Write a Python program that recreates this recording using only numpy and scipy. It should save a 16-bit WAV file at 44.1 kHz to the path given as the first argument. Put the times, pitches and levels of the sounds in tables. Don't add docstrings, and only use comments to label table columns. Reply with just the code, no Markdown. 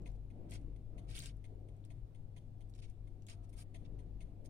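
import sys
import numpy as np
from scipy import signal
from scipy.io import wavfile
from scipy.ndimage import uniform_filter1d

SR = 44100
rng = np.random.default_rng(int(sys.argv[2]) if len(sys.argv) > 2 else 0)


def to_linear_factor(level_db):
    exponent = np.asarray(level_db, float) / 20
    return 10 ** exponent


def store_wav(level_fs):
    pcm = np.round(np.clip(np.atleast_2d(level_fs), -1, 1) * 32767)
    wavfile.write(sys.argv[1], SR, pcm.T.astype(np.int16))


N = 198141


def evened(x):
    return x / np.sqrt(np.mean(x ** 2) + 1e-20)


def read(points, hz):
    point_hz, value = np.transpose(points)
    return np.interp(np.log(hz + 1), np.log(point_hz + 1), value)


def add(mix, start_s, sound):
    part = mix[:, round(start_s * SR):][:, :sound.shape[1]]
    part += sound[:, :part.shape[1]]


def filtered(x, order, hz, kind="low"):
    return signal.sosfiltfilt(signal.butter(order, hz, kind, fs=SR, output="sos"), x)


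def ring(x, modes):
    out = 0
    for hz, width_hz, db in modes:
        peak = signal.iirpeak(hz, hz / width_hz, SR)
        once = signal.lfilter(*peak, x)
        out = out + to_linear_factor(db) * signal.lfilter(*peak, once)
    return out


def colour(points):
    hz = abs(np.fft.fftfreq(4096, 1 / SR))
    log_gain = np.log(to_linear_factor(np.maximum(read(points, hz), -80)))
    return np.fft.ifft(np.exp(np.conj(signal.hilbert(log_gain)))).real[:1024]


def sides(db):
    return to_linear_factor([db / 2, -db / 2])


def noise(points, patch_db, size):
    # frequency in Hz, left-right likeness (0 to 1).
    likeness = [(30, .96), (150, .94), (380, .62), (750, .25), (1200, 0), (15000, 0)]
    # frequency in Hz, left-right difference in dB.
    tilt = [(60, 13.5), (150, 1), (380, 1.5), (950, 0.5), (2380, 0), (5980, 0.5), (15000, -1.0)]
    hop = size // 4
    frames, hz = N // hop + 5, np.fft.rfftfreq(size, 1 / SR)
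    a, b, c, d, patches = rng.standard_normal((frames, len(hz), 5)).T
    patches = uniform_filter1d(patches, size=6, axis=0)
    patches = evened(uniform_filter1d(patches, size=8, axis=1))
    same = np.clip(read(likeness, hz), -1, 1)[:, None]
    left = a + 1j * b
    right = same * left + np.sqrt(1 - same ** 2) * (c + 1j * d)
    inside = (hz >= points[0][0]) & (hz <= points[-1][0])
    z = np.array([left, right]) * sides(read(tilt, hz))[..., None]
    z *= to_linear_factor(read(points, hz)[:, None] + patch_db * patches) * inside[:, None]
    return evened(signal.istft(z, nperseg=size, noverlap=size - hop)[1][:, :N])


def room(t60_s, size):
    t = np.arange(size) / SR
    taps = rng.standard_normal((2, size)) * (rng.random((2, size)) < .25) * to_linear_factor(-60 * t / t60_s)
    return taps / np.linalg.norm(taps[0])


def background():
    # time in seconds, level in dB, extra whoosh from nearness in dB.
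    traffic = [(0.0, -49.5, -13.5), (0.12, -64, 3), (0.3, -66.5, -3), (0.36, -59, 1.5), (0.46, -54, -2),
               (0.66, -59, -6.5), (0.879, -71, 6.5), (0.96, -59, 0.5), (1.1, -63, 0.5), (1.44, -67.5, -2.5),
               (1.52, -68.5, 11.5), (1.9, -65.5, -2.5), (2.1, -68.5, 2), (2.9, -69, 2.5), (3.72, -66, -1),
               (3.961, -58.5, 0), (4.15, -64.5, -3), (4.49, -65, 5.5)]
    # frequency in Hz, density in dB per Hz.
    deep_air = [(8, 3.5), (25, -6.5), (48, -6.5), (60, -21.5), (75, -15), (100, -11.5), (125, -9),
                (160, -14), (220, -36.5), (300, -30.5)]
    rumble = [(88, -22.5), (150, -6.5), (198, -6), (310, -8), (400, -13.5), (525, -17.5), (596, -19),
              (775, -23), (878, -30), (1100, -34), (1580, -40), (2390, -40.5), (3000, -43), (3900, -87),
              (6600, -120)]
    treble = [(800, -7.5), (1200, -23), (2000, -22), (3400, 0), (6400, -8), (8000, -8.5), (9200, -6.5),
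              (10700, -10.5), (15700, -12.5)]
    calm_db = -65.0
    t = np.arange(N) / SR
    s, level_db, near_db = np.transpose(traffic)
    swell_db = np.interp(t, s, level_db) - calm_db
    near_db = np.interp(t, s, near_db)

    hum = np.sqrt(2) * np.sin(2 * np.pi * 100.6 * t + np.array([[0], [.2]])) * sides(np.array([4.5]))
    deep = to_linear_factor(-51.5 + 0.21 * swell_db) * noise(deep_air, 1.8, size=8192)
    hiss = to_linear_factor(-88 + 0.047 * swell_db) * noise(treble, 1.0, size=512)

    whole = noise(rumble, 1.1, size=2048)
    low = filtered(whole, 3, 380)
    middle = filtered(whole - low, 4, 830)
    roar = to_linear_factor(-65 + 0.78 * swell_db) * evened(low)
    whoosh = to_linear_factor(-72 + 1.14 * swell_db + near_db) * evened(middle)
    far = to_linear_factor(-83.5 + 0.36 * swell_db) * evened(whole - low - middle)
    return deep + roar + whoosh + far + hiss + to_linear_factor(-56) * hum


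def engine():
    # start in seconds, length in seconds, pitch in Hz, level in dB.
    surges = [(-0.12, 0.48, 45, -44), (0.426, 0.46, 46.46, -45.5), (0.955, 0.053, 46.2, -48),
              (1.004, 0.2, 45.6, -44.5), (1.206, 0.24, 46.4, -47), (1.5, 0.14, 45.4, -52),
              (1.695, 0.052, 42.5, -46), (1.831, 0.16, 42.2, -53), (2.008, 0.061, 44.05, -46),
              (2.118, 0.95, 37, -55.5), (2.518, 0.34, 37.64, -53), (2.975, 0.12, 38.5, -46),
              (3.35, 0.12, 40.2, -48), (3.48, 0.18, 42.66, -50.5), (3.68, 0.16, 42.1, -55.5),
              (3.81, 0.6, 46.9, -48)]
    out, t = np.zeros((2, N)), np.arange(N) / SR
    for s, length_s, hz, db in surges:
        span = slice(max(round(s * SR), 0), round((s + length_s) * SR))
        tone = np.sin(2 * np.pi * hz * t[span] + np.array([[0], [.3]])) * sides(np.array([6.5]))
        swell = abs(np.sin(np.pi * (t[span] - s) / length_s)) ** 0.6
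        out[:, span] += to_linear_factor(db) * swell * tone
    return out


def clockwork():
    # time in seconds, knock in dB, ring in dB, gate open in seconds.
    ticks = [(0.0592, -60, -63.5, 0.025), (0.3022, -72, -76.5, 0.016), (0.5185, -57, -57.5, 0.023),
             (0.762, -75.5, -73.5, 0.012), (0.9802, -63.5, -64.5, 0.022), (1.2247, -62, -59.5, 0.025),
             (1.4418, -66, -66, 0.025), (1.6863, -73.5, -73, 0.013), (1.9028, -66, -68, 0.024),
             (2.1477, -74.5, -71.5, 0.017), (2.364, -66.5, -66.5, 0.027), (2.6074, -75, -71, 0.021),
             (2.8241, -70, -68, 0.025), (3.072, -73.5, -74.5, 0.016), (3.2837, -66, -61.5, 0.01),
             (3.5283, -73.5, -73.5, 0.034), (3.7444, -60.5, -62.5, 0.028), (3.989, -73, -71.5, 0.026),
             (4.2062, -64.5, -64.5, 0.028), (4.4512, -75.5, -74, 0.016)]
    # frequency in Hz, width in Hz, level in dB.
    case_modes = [(2178, 380, -2), (2477, 450, -5)]
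    wheel_modes = [(3235, 1160, 10), (4080, 370, 0), (6320, 740, 4.5), (12400, 2700, -11)]
    pallet_modes = [(9000, 590, 4.5), (9510, 1100, 3)]
    shelf_modes = [(656, 62, 6), (988, 41, -2.5)]
    pallet_db = [-4.5, -3]
    pan_db = [3, 2.5]
    lead_s = .008
    out, t = np.zeros((2, N)), np.arange(5000) / SR
    for k, (s, knock_db, ring_db, hold_s) in enumerate(ticks):
        blow = np.roll(room(0.045, size=5000), round(lead_s * SR), axis=1) * (t >= lead_s)
        lead_in = 0.3 * t / lead_s
        onset = (t - lead_s + 0.0035) / 0.0011 * (t > lead_s - .001)
        echoes = room(0.56, size=5000) * np.clip(lead_in + onset, 0, 1)
        parts = (ring(blow + 1.8 * echoes, case_modes), ring(echoes, wheel_modes),
                 ring(echoes, pallet_modes), ring(blow, shelf_modes))
        case, wheel, pallet, shelf = (p / np.sqrt(np.mean(p[:, 350:750] ** 2)) for p in parts)
        gate = to_linear_factor(-14 / (1 + np.exp((lead_s + hold_s - t) / 0.0022)))
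        sound = 0.69 * to_linear_factor(knock_db) * case
        sound += to_linear_factor(ring_db) * (0.52 * wheel + 0.58 * to_linear_factor(pallet_db[k % 2]) * pallet)
        thud = to_linear_factor(-70.0 + 0.7 * (knock_db + 62)) * shelf
        add(out, s - lead_s, gate * sound * sides(pan_db[k % 2])[:, None] + thud)
    return out


def heard(dry, wet):
    out = np.array([np.roll(dry[0], 16), dry[1]])
    turn = np.pi * np.arange(N) / SR * 31
    for k in range(3):
        share = np.sqrt(2 / 3) * np.cos(turn + k * np.pi / 3)
        out += wet * signal.oaconvolve(dry * share, room(0.073, size=2000), axes=1)[:, :N]
    return out


def snaps_and_pats():
    # time in seconds, peak in dB, centre in Hz, left-right difference in dB.
    snap_rows = [(0.019, -60.5, 6660, 6), (0.1166, -62, 6700, 0), (0.4944, -61, 7040, 7),
                 (0.499, -55, 9280, -6), (0.509, -41.5, 8700, 4), (0.5376, -43, 8600, 2),
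                 (0.613, -64, 7800, 0), (1.1009, -49, 8500, 1), (1.1134, -50.5, 8950, 4),
                 (1.1404, -64, 9160, 3), (1.1645, -37.5, 8700, -5), (1.174, -57, 9030, 4),
                 (1.19, -36, 7200, 10), (1.221, -40, 7670, -4), (1.2364, -40, 6800, 1.5),
                 (1.258, -42.5, 7800, 15), (1.3678, -60, 8900, 0.5), (1.7654, -63.5, 8900, 4),
                 (1.8494, -53, 8100, 4), (2.6888, -70.5, 7700, 5), (2.6958, -65.5, 7150, 13),
                 (2.7004, -61.5, 8910, 2), (2.7372, -63, 6450, 1), (2.7504, -56, 6500, 4),
                 (2.899, -58.5, 8140, 3), (3.2211, -60, 6850, 2), (3.2665, -49.5, 7700, 5),
                 (3.298, -48.5, 6900, -15), (3.4431, -62.5, 7440, 3), (4.459, -57, 6900, -15)]
    # time in seconds, peak in dB, ring in Hz.
    pat_rows = [(0.0199, -71, 4090), (1.0913, -50, 3530), (1.1102, -43, 3480), (1.1518, -34, 3500),
                (1.1635, -37, 3500), (1.1744, -37, 3440), (1.18, -33, 3320), (1.187, -39, 3630),
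                (1.202, -31.5, 4350), (1.2518, -67, 2730), (1.258, -31, 3640), (1.296, -44, 3650),
                (1.8402, -56, 3600), (1.8574, -61, 4940), (2.7375, -51, 4100), (2.7525, -64, 3160),
                (2.761, -58, 3430), (2.7891, -51, 3900), (2.8005, -60, 3600), (2.8405, -50.5, 3330),
                (2.8992, -59, 3550), (3.2216, -63, 2810), (3.267, -51, 3500), (3.3184, -54, 3090),
                (3.6084, -62, 3867), (3.8511, -55, 3440)]
    # frequency in Hz, width in Hz, level in dB.
    crack = (12400, 13000, -16.5)
    out = np.zeros((2, N))
    snaps = [(s, db, hz, 0.58, pan_db) for s, db, hz, pan_db in snap_rows]
    pats = [(s, db - 6.5, hz, 0.3, -1.5) for s, db, hz in pat_rows]
    for s, db, hz, spread, pan_db in snaps + pats:
        modes = [(hz, spread * hz, 0)]
        if hz > 5000:
            modes.append(crack)
        click = ring(room(0.0022, size=500)[0], modes)
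        add(out, s + .0006, to_linear_factor(db - 2.0) * click / abs(click).max() * sides(pan_db)[:, None])
    return heard(out, 0.72)


def arch(t, start, top, end):
    away = np.interp(t, [start, top, end], [1, 0, 1])
    return -25 * away ** np.where(t < top, 3.4, 2.6)


def stirring():
    # start in seconds, deepest in seconds, end in seconds, effort in dB, brightness in dB.
    strokes = [(0.044, 0.09, 0.125, -83, -27), (0.145, 0.16, 0.172, -89.5, 3),
               (0.484, 0.506, 0.53, -78.5, -23), (0.505, 0.542, 0.578, -67, 0.5),
               (0.55, 0.557, 0.6, -76, -8), (1.069, 1.137, 1.17, -69, -4.5), (1.142, 1.17, 1.225, -63, 4.5),
               (1.175, 1.257, 1.322, -65.5, -1), (1.848, 1.849, 1.868, -81, -11),
               (2.738, 2.761, 2.772, -84, 3), (2.77, 2.801, 2.81, -77, 2), (2.81, 2.84, 2.875, -75.5, -10),
               (2.862, 2.9, 2.925, -86, -6), (3.269, 3.268, 3.29, -78, 3), (3.283, 3.286, 3.36, -66, -1),
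               (3.417, 3.454, 3.462, -87, 1), (3.49, 3.494, 3.515, -86.5, 9.5),
               (3.523, 3.54, 3.549, -87, 12.5), (3.555, 3.613, 3.642, -72, 8),
               (3.84, 3.862, 3.872, -77, -38), (4.441, 4.459, 4.48, -81, 10)]
    # start in seconds, hardest in seconds, end in seconds, level in dB.
    rubs = [
        (3.275, 3.31, 3.62, -73.5),
        (3.54, 3.6, 3.65, -71),
        (0.9, 1, 1.2, -74.5),
    ]
    # frequency in Hz, density in dB per Hz.
    rice = [(900, -58), (1500, -11.5), (2300, -2), (3400, -5), (4600, -4), (6300, -7), (7800, -9),
            (9200, 1), (10600, -8), (13000, -17), (15600, -22)]
    # frequency in Hz, width in Hz, level in dB.
    bowl_modes = [(667, 53, -1.5), (1015, 220, -8), (1185, 180, -3), (1398, 1020, 2.5)]
    plate_modes = [(690, 110, 9.5), (883, 170, 1.5), (1230, 240, -3.5)]
    t = np.arange(N) / SR
    clumps = to_linear_factor(evened(uniform_filter1d(rng.standard_normal(N), size=300)))
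    sizes = to_linear_factor(4.0 * np.minimum(rng.exponential(1, N), 5))
    hits = rng.random(N) < 10000 / SR
    clicks = hits * rng.choice([-1, 1], N) * sizes * clumps
    both = np.tile(clicks, (2, 1))
    grains = heard(np.tile(signal.oaconvolve(clicks, colour(rice))[:N], (2, 1)), 6.9)
    body = evened(ring(heard(both, 1.4), bowl_modes))
    plate = evened(ring(body + heard(both, 4.5), plate_modes))

    dull = filtered(grains, 2, 6500)
    sharp = evened(grains - dull)
    dull = evened(dull)
    airy = filtered(sharp, 4, 9700, "high")

    out = np.zeros((2, N))
    for start, deepest, end, effort_db, bright_db in strokes:
        span = slice(round(start * SR), round(end * SR) + 130)
        body_db = -9.5 + 5.5 * (t[span] - start) / (end - start)
        sound = 1.73 * dull[:, span] + to_linear_factor(body_db) * body[:, span]
        sound += to_linear_factor(bright_db) * (sharp - airy)[:, span]
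        sound += to_linear_factor(1.57 * bright_db - 5.5) * airy[:, span]
        fade = signal.windows.tukey(len(body_db), 260 / len(body_db))
        level = to_linear_factor(effort_db + arch(t[span], start, deepest, end))
        out[:, span] += level * sound * sides(np.array([1.2])) * fade
    for start, hardest, end, db in rubs:
        out += to_linear_factor(db + arch(t, start, hardest, end)) * ((t > start) & (t < end)) * plate
    return out


def scene():
    return background() + engine() + clockwork() + snaps_and_pats() + stirring()


def band_limit(x):
    return signal.sosfilt(signal.butter(12, 15740, fs=SR, output="sos"), x)


def record(dry):
    return band_limit(dry)


dry = scene()
out = record(dry)
store_wav(out)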